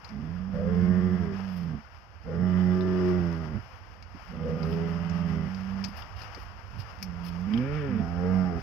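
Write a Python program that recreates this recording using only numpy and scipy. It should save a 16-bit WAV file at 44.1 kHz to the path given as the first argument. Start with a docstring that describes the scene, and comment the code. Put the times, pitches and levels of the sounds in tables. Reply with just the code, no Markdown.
"""Cattle in a forest clearing

A herd mills about close to a hand-held stereo microphone, its left side bright and its right side full in the
bass. One cow bellows four times, her vocal folds ringing nose, mouth and throat. Others low through the nose
with closed mouths, and one opens up into a rising moo. Hooves thud and snap twigs, tails swish, dry grass
rustles and a light wind rumbles at the microphone."""
import sys
import numpy as np
from scipy import signal
from scipy.fft import rfft, irfft, next_fast_len
from scipy.io import wavfile

SR = 44100
rng = np.random.default_rng(int(sys.argv[2]) if len(sys.argv) > 2 else 0)


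def dump(signal):
    """Clip the signal to [-1, 1] and save it as 16-bit WAV at the path in sys.argv[1]."""
    limited = np.clip(np.atleast_2d(signal).T, -1, 1)
    pcm = np.round(limited * 32767).astype(np.int16)
    wavfile.write(sys.argv[1], SR, pcm)


N = 380141

# upper resonances of the throat, one spectrum for each bellow: f/Hz, level/dB
THROAT_SPECTRA = [
    [(340, -22.5), (580, 0), (620, 5.5), (663, 3.5), (924, -11), (1170, -0.5), (1420, -5.5), (1540, -6.5),
     (1760, -5), (2130, -7.5), (2370, -32.5), (3400, -12), (4420, -72.5), (7480, -120)],
    [(340, -14), (580, 1), (639, 2), (678, -5), (809, -6), (1020, -14.5), (1190, -6), (1480, -7.5),
     (1550, -13), (2060, -9.5), (2470, -46), (3040, -18.5), (3400, -17), (4420, -54), (7480, -120)],
    [(340, -24), (580, 0), (719, -4.5), (1040, -19), (1210, -3), (1610, -19), (2060, -9), (2370, -32),
     (2910, -8.5), (3400, -17), (4420, -52), (7480, -120)],
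    [(340, -12), (580, -8), (634, 4.5), (745, 6), (810, 6), (891, -7), (1050, -18), (1180, -2), (1400, -5),
     (1720, -14), (2160, -14.5), (2440, -40), (3400, -41.5), (4420, -74), (7480, -120)],
]


def amp(db):
    """Turns decibels into a gain."""
    return 10 ** (np.asarray(db) / 20)


def evened(x):
    """Scales a sound to rms 1."""
    return x / np.sqrt(np.mean(abs(x) ** 2) + 1e-20)


def read(points, hz):
    """Reads a spectrum on a log-frequency axis."""
    f, value = np.transpose(points)
    return np.interp(np.log(hz + 1), np.log(f + 1), value)


def level_curve(points):
    """Joins (t/s, level/dB) points into a level for every sample of the scene."""
    return np.interp(np.arange(N) / SR, *np.transpose(points))


def add(mix, s, sound):
    """Mixes a sound in at s seconds."""
    part = mix[max(round(s * SR), 0):][:len(sound)]
    part += sound[:len(part)]


def shaped(x, gain):
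    """Filters by a gain that is a function of frequency."""
    size = next_fast_len(x.shape[-1] + 2048)
    return irfft(rfft(x, size) * gain(np.fft.rfftfreq(size, 1 / SR)), size)[..., :x.shape[-1]]


def coloured(x, spectrum):
    """Gives a sound a spectrum with steep skirts, at rms 1."""
    lo, hi = spectrum[0][0], spectrum[-1][0]
    skirts = lambda f: np.minimum(f / lo, 1) ** 2 / np.maximum(f / hi, 1) ** 4
    return evened(shaped(x, lambda f: amp(read(spectrum, f)) * skirts(f)))


def peak(f, hz, width_hz):
    """Gain of a resonance passed twice."""
    return 1 / (1 + (2 * (f - hz) / width_hz) ** 2)


def waver(size, hz):
    """A random drift at rms 1 that changes about hz times a second."""
    at = np.arange(size) * hz / SR
    return evened(np.interp(at, np.arange(4096), rng.standard_normal(4096)))


def swell(size, hz, depth_db):
    """A gain that drifts up and down about hz times a second."""
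    gains = amp(depth_db * np.tanh(rng.standard_normal(int(size * hz / SR) + 2)))
    return np.interp(np.arange(size), np.linspace(0, size, len(gains)), gains)


def placed(pair, balance):
    """Shares each frequency between the left and the right side of the microphone."""
    return shaped(pair, lambda f: 2 / (1 + amp(np.array([[-1], [1]]) * read(balance, f))))


def clearing(x, wet_db, t60_s, bass_db):
    """Bodies and the forest edge scatter the sound back, differently to each side."""
    t = np.arange(SR) / SR
    taps = rng.standard_normal((2, SR)) * (rng.random((2, SR)) < 2000 / SR)
    taps *= amp(-60 * t / t60_s) * (t > .003)
    taps /= np.linalg.norm(taps, axis=1, keepdims=True)
    echo = signal.fftconvolve(x[None], taps, axes=1)[:, :N]
    return x + amp(wet_db) * shaped(echo, lambda f: amp(read([(350, bass_db), (1300, 0.0033)], f)))


def wind(gain_db=8):
    """Lumps of light wind rumble at the microphone, partly alike on both sides."""
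    # colour of the rumble: f/Hz, level/dB
    spectrum = [(12, -49), (20, -44), (48, -3.5), (96, -1), (117, -11), (140, -14), (189, -16), (225, -22),
                (400, -27), (520, -22), (880, -120)]
    # rise and fall of the wind: t/s, level/dB
    levels = [(0.0, -58), (0.81, -47.5), (1.22, -56), (2.1, -61.5), (3.0, -56), (4.2, -58.5), (5.0, -56.5),
              (5.83, -52), (6.4, -55.5), (7.3, -53), (7.85, -49), (8.62, -51)]
    left, right = rng.standard_normal((2, N))
    rumble = coloured(np.array([left + .5 * right, right]), spectrum)
    lumps = amp(.7 * waver(N, 10))
    return rumble * lumps * amp(gain_db + level_curve(levels))


def crackle(size, per_s):
    """Dry stalks bending: many small clicks of uneven size."""
    sizes = amp(4 * np.minimum(rng.exponential(1, size), 3))
    return (rng.random(size) < per_s / SR) * sizes * rng.choice([-1, 1], size)


def grass(gain_db=5, trample_db=-15):
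    """Leaves hiss, and dry grass crackles in clumps under many hooves."""
    # colour of grass and leaves: f/Hz, level/dB
    spectrum = [(200,-22),(380,-19),(500,-11),(640,-3),(1000,-1),(1400,-2),(2200,-9),(2900,-11),(3900,-28),(5100,-13),(6400,-29),(8300,-46),(11500,-35),(15800,-44)]
    # rise and fall of the rustle: t/s, level/dB
    levels = [(0.0, -58), (0.72, -57), (1.03, -56), (1.39, -53), (2.06, -63.5), (2.71, -55), (3.02, -51),
              (3.84, -59.5), (4.34, -57), (4.68, -53), (5.19, -52.5), (6.51, -55.5), (7.75, -54),
              (7.88, -55.5), (8.62, -54.5)]
    # likeness of left and right: f/Hz, coherence/0-1
    coherence = [(60,.6),(300,1),(800,0.85),(1500,0.052),(3000,0.014)]
    left, unrelated = rng.standard_normal((2, N))
    alike = lambda f: np.clip(read(coherence, f), 0, 1)
    right = shaped(left, alike) + shaped(unrelated, lambda f: np.sqrt(1 - alike(f) ** 2))
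    stalks = crackle(N, per_s=700) * amp(9 * np.tanh(waver(N, 13)))
    trample = evened(shaped(coloured(stalks, spectrum), lambda f: f / np.hypot(f, 4500)))
    leaves = coloured(np.array([left, right]), spectrum) * amp(1.5 * waver(N, 20))
    return (leaves + amp(trample_db) * trample) * amp(gain_db + level_curve(levels))


def tail_swishes():
    """Tails and legs brush the grass: a dense crackle of blades swells and fades."""
    # strokes through the grass: t/s, length/s, level/dB, brightness/(dB per octave)
    strokes = [(1.447,0.23,-64,6.5),(1.558,.03,-56.5,9),(4.618,.18,-59,4),(5.857,0.068,-56,3),(5.949,.076,-54.5,5),(6.151,0.11,-52.5,0.5),(6.368,0.11,-62.5,5),(6.775,0.061,-55,3.5),(7.025,0.008,-45,16),(7.229,0.081,-52.5,6)]
    # colour of the brushed blades: f/Hz, level/dB
    spectrum = [(1500,-11),(2800,9),(3900,-6.5),(5100,7),(6500,-21),(8500,-29),(11500,-14),(15800,-27.5)]
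    mix = np.zeros(N)
    for s, length, db, bright_db in strokes:
        t = np.arange(0, length, 1 / SR)
        blades = coloured(crackle(len(t), per_s=2600) * swell(len(t), 90, 4), spectrum)
        blades = evened(shaped(blades, lambda f: amp(bright_db * np.log2(1 + f))))
        add(mix, s, amp(db) * np.sin(np.pi * t / length) * blades)
    return mix


def knock(db, hz, t60_s, relative_width, rise_s):
    """A short burst of noise around one frequency, with no deep bass under it."""
    t = np.arange(SR // 3) / SR
    band = lambda f: peak(f, hz, relative_width * hz) * np.minimum(2 * f / hz, 1) ** 2
    noise = shaped(rng.standard_normal(len(t)), band)
    burst = noise * amp(-60 * t / t60_s) * (1 - np.exp(-t / rise_s))
    return amp(db) * burst / abs(burst).max()


def twig_snaps(crack_db=-1):
    """Twigs and stalks break underfoot, each with a sharp crack and a brief ring."""
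    # breaking twigs: t/s, peak level/dB, centre f/Hz
    snaps = [(0.0453, -41.5, 4740), (0.0901, -45, 4920), (2.808, -41, 3810), (4.0246, -45.5, 4900),
             (4.6294, -41, 4740), (4.727, -43, 3010), (5.096, -44, 5500), (5.5453, -43.5, 4970),
             (5.8398, -31, 5050), (5.8454, -32, 5070), (6.0213, -40, 3080), (6.217, -43, 5080),
             (6.347, -40.5, 4860), (6.8016, -39.5, 4950), (7.0266, -31, 5300), (7.5357, -33.5, 3250),
             (7.5756, -37, 2970)]
    # colour of the instant of breaking: f/Hz, level/dB
    spectrum = [(1200,-6),(2400,20.5),(3900,0.5),(5100,20.5),(6800,-35.5),(8500,-32),(11500,-6.5),(15800,-23)]
    mix = np.zeros(N)
    t = np.arange(2048) / SR
    for s, db, hz in snaps:
        add(mix, s, knock(db, hz, t60_s=0.022, relative_width=0.19, rise_s=0.0016))
        crack = coloured(rng.standard_normal(len(t)) * t * np.exp(-t / 0.0013), spectrum)
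        add(mix, s, amp(db + crack_db) * crack / abs(crack).max())
    return mix


def hoof_thuds(decay_cycles=18.8):
    """Hooves land on turf; each thud dies in the same number of cycles, so deep ones last longer."""
    # hoof falls: t/s, peak level/dB, centre f/Hz
    steps = [(1.392,-35,440),(3.543,-26.5,96),(4.146,-37.5,258),(6.152,-40,74),(6.372,-39.5,377),(6.408,-34.5,68.6),(6.728,-35,98),(6.765,-30.5,93)]
    mix = np.zeros(N)
    for s, db, hz in steps:
        add(mix, s, knock(db, hz, t60_s=decay_cycles / hz, relative_width=0.62, rise_s=1 / hz))
    return mix


def roughness(size, held=.17, edge=.62):
    """A voice starts rough, clears, and breaks up again as the call ends."""
    progress = np.linspace(0, 1, size)
    ends = np.exp(-(progress / .15) ** 2) + np.exp(-((1 - progress) / .11) ** 2)
    return held + (edge - held) * ends


def folds(pitch, rough):
    """Cycle count of the vocal folds: a slow quaver, and uneven cycles when the voice is rough."""
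    quaver = .003 * waver(len(pitch), 16)
    jitter = (.0014 + .035 * rough ** 1.562) * waver(len(pitch), 70)
    return np.cumsum(pitch * (1 + quaver + jitter)) / SR


def partials(cycles, rough, count=8):
    """The low harmonics, each with its own phase and swell; roughness smears the higher ones most."""
    size, order = len(cycles), np.arange(1, count + 1)[:, None]
    smear = np.array([waver(size, 110) for _ in range(count)])
    swells = np.array([swell(size, 14, 1.5) for _ in range(count)])
    phase = 2 * np.pi * (order * cycles + rng.random((count, 1))) + smear * rough * np.sqrt(order / 2)
    return order, np.sqrt(2) * swells * np.cos(phase)


def cavity(harmonics, weights):
    """Sums the harmonics as a cavity favours them, at an rms near 1."""
    return (harmonics * weights).sum(0) / np.linalg.norm(weights, axis=0)


def rasp(cycles, throat, air_share, overtone_limit):
    """Overtones of the folds and a puff of air in each cycle ring the upper throat."""
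    pulses = np.zeros(len(cycles))
    for k in range(4, overtone_limit):
        pulses += np.cos(2 * np.pi * (k * cycles + rng.random() / 2)) * swell(len(cycles), 9, 5)
    puffs = (.5 + np.exp(-(cycles % 1) / 0.5)) * rng.standard_normal(len(cycles))
    # only the air reaches the highest resonance
    hiss = amp(-28) * evened(shaped(puffs, lambda f: peak(f, 5300, 770) ** 2))
    return evened((1 - air_share) * coloured(pulses, throat) + air_share * coloured(puffs, throat)) + hiss


def closed_low(length_s, first_hz, held_hz, last_hz, first_db, last_db, release_s, attack_s=0.069):
    """With the mouth shut most sound leaves by the nose; the pitch slides in, holds and slides off."""
    t = np.arange(0, length_s, 1 / SR)
    progress = t / t[-1]
    slide_in = np.cos(np.pi / 2 * np.minimum(progress / 0.27, 1)) ** 2
    slide_off = np.maximum(1 - (1 - progress) / 0.29, 0) ** 2
    pitch = held_hz + (first_hz - held_hz) * slide_in + (last_hz - held_hz) * slide_off
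    envelope = np.minimum(t / attack_s, 1) ** 2 * np.minimum((t[-1] - t) / release_s, 1) ** 2
    rough = roughness(len(t))
    cycles = folds(pitch, rough)
    order, harmonics = partials(cycles, rough)
    chest = amp(-10) * harmonics[0]
    nose = cavity(harmonics, peak(order * pitch, 190, 23))
    leak = amp(-26) * cavity(harmonics, peak(order * pitch, 430, 130))
    throat = amp(-24) * rasp(cycles, THROAT_SPECTRA[0], air_share=.55, overtone_limit=18)
    return amp(first_db + (last_db - first_db) * progress) * envelope * (chest + nose + leak + throat)


def open_call(curve, voicing, spectrum, full_effort_db=-25):
    """Effort drives chest, nose and throat rasp; the mouth resonance sinks as the lips round."""
    times, *columns = np.transpose(curve)
    t = np.arange(times[0], times[-1], 1 / SR)
    pitch, effort_db, mouth_db = (np.interp(t, times, column) for column in columns)
    gape_s, rounding_s, gape_hz, rounded_hz, nose_hz, chest_db, throat_db = voicing
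    gape = np.exp(-((t - times[0] - gape_s) / rounding_s) ** 2)
    mouth_hz = rounded_hz + (gape_hz - rounded_hz) * gape
    push_db = effort_db - full_effort_db
    strain_db = 0.37 * push_db + 14.5 * np.log2(pitch / pitch.max())  # more rasp near the top pitch
    rough = roughness(len(t))
    cycles = folds(pitch, rough)
    order, harmonics = partials(cycles, rough)
    chest = amp(chest_db + .65 * push_db) * harmonics[0]
    nose = amp(effort_db + 1) * cavity(harmonics, peak(order * pitch, nose_hz, 40))
    mouth = amp(mouth_db + 1) * cavity(harmonics, peak(order * pitch, mouth_hz, 66) * (order > 2))
    throat = amp(throat_db + strain_db) * rasp(cycles, spectrum, air_share=.24, overtone_limit=34)
    return (chest + nose + mouth + throat) * signal.windows.tukey(len(t), .08)


def cattle():
    """The herd's voices at close range: four bellows, a rising moo and closed-mouth lowing."""
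    # one curve for each bellow: t/s, pitch/Hz, effort/dB, mouth level/dB
    bellows = [
        [(0.52, 83.8, -26, -45), (0.594, 80.9, -42, -35.5), (0.686, 87.4, -30, -36.5),
         (0.91, 89.77, -24.5, -41), (1.086, 91.6, -29, -36.5), (1.162, 89.7, -26.5, -41.5),
         (1.192, 88.35, -35, -48.5), (1.208, 87.9, -28.5, -43), (1.286, 80, -37.5, -41),
         (1.38, 73.9, -48, -47.5)],
        [(2.23, 76.1, -41.5, -57.5), (2.294, 80.76, -40.5, -38.5), (2.426, 90.7, -27.5, -43),
         (2.712, 90.97, -23.5, -37.5), (2.79, 92.67, -30.5, -32), (3.104, 90.5, -28, -28),
         (3.178, 88.43, -27.5, -36), (3.502, 77.2, -40, -51.5), (3.564, 71.8, -32.5, -55.5),
         (3.62, 66.3, -56.5, -51)],
        [(4.31, 83.36, -39, -38), (4.366, 83.38, -44, -57.5), (4.464, 80.22, -38, -34),
         (4.616, 81.6, -35, -42.5), (4.832, 83.52, -31.5, -36.5), (5.0, 84.18, -34, -53.5),
         (5.212, 84.67, -32, -56.5), (5.378, 79.6, -30.5, -46.5), (5.482, 78.3, -37, -54),
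         (5.52, 76.3, -42, -58)],
        [(7.98, 83.4, -37, -38), (7.99, 84.03, -31, -51.5), (8.082, 83.6, -36.5, -55), (8.114, 85.3, -37, -55),
         (8.258, 90.2, -29, -35), (8.356, 93.5, -25.5, -45), (8.482, 90.2, -29, -48.5), (8.532, 85.0, -36, -39),
         (8.56, 84, -33, -44), (8.61, 79, -39.5, -41.5)],
    ]
    # curve of the moo: same columns
    moo = [(7.46, 93.67, -38, -56), (7.546, 112.4, -23, -52.5), (7.69, 142.5, -36.5, -41),
           (7.772, 153.3, -31.5, -45), (7.848, 142, -37, -36.5), (7.894, 132, -35, -44),
           (7.956, 111.3, -32.5, -46), (8.02, 110, -26, -47.5)]
    # upper resonances of the throat in the moo: f/Hz, level/dB
    moo_throat = [(400, -36), (680, -3.5), (838, 2), (1050, -6), (1340, 2), (1580, -3), (1760, 0.5),
                  (2140, -5.5), (2360, -2), (2600, -8.5), (3400, -18.5), (4420, -45), (7480, -120)]
    # vocal tract in each bellow, then the moo: time to widest gape/s, lip rounding/s, gaping mouth f/Hz,
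    # rounded mouth f/Hz, nose f/Hz, chest level/dB and throat level/dB at full effort
    voicings = [(0.048, 0.16, 535, 392, 182, -34, -46.5), (0.033, 0.17, 478, 372, 187, -34, -44),
                (.15, 0.23, 489, 418, 184.3, -36, -46.5), (0.24, 0.23, 470, 385, 200.2, -33, -41),
                (0.28, 0.14, 490, 446, 199, -54, -43.5)]
    # lowing: start t/s, end t/s, first, held and last pitch/Hz, first and last level/dB, release/s
    lows = [(.07, 1.83, 69.05, 97.3, 66.3, -36.5, -33.5, .08),
            (4.24, 6.02, 92.26, 94.3, 100.9, -46, -32.5, 0.21),
            (4.27, 4.8, 81.2, 77.1, 77.6, -39, -36.5, .08),
            (6.96, 7.52, 102.8, 86.86, 108, -43.5, -32.5, .06),
            (7.85, 8.07, 105.2, 99.7, 79.3, -27.5, -32, .08)]
    # balance of the voices at the microphone: f/Hz, left minus right/dB
    balance = [(60, -24.5), (110, -11), (200, -11), (380, 6), (700, 8.5), (1290, 11), (2380, 11),
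               (4400, 25), (8120, 31), (15000, -3)]
    herd = np.zeros(N)
    for curve, voicing, spectrum in zip([*bellows, moo], voicings, [*THROAT_SPECTRA, moo_throat]):
        add(herd, curve[0][0], open_call(curve, voicing, spectrum))
    for start, end, *contour in lows:
        add(herd, start, closed_low(end - start, *contour))
    return placed(clearing(herd, wet_db=1.5, t60_s=.16, bass_db=-18), balance)


def scene():
    """Voices, feet, grass and wind as they reach a microphone beside the herd."""
    # balance of all but the voices: f/Hz, left minus right/dB
    balance = [(60,-22),(200,-16),(380,0),(700,9),(1300,15),(2400,13),(4600,27),(8100,11),(15000,13)]
    voices = cattle()
    movement = twig_snaps() + hoof_thuds() + tail_swishes()
    movement = clearing(movement, wet_db=-5, t60_s=0.067, bass_db=-7.5)
    return voices + placed(movement + grass() + wind(), balance)


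def record(dry):
    """The recorder cuts off the highest treble."""
    edge_hz = 15850
    lowpass = signal.firwin(511, edge_hz, window=("kaiser", 9), fs=SR)
    return signal.oaconvolve(dry, lowpass[None], "same")


dry = scene()
out = record(dry)
dump(out)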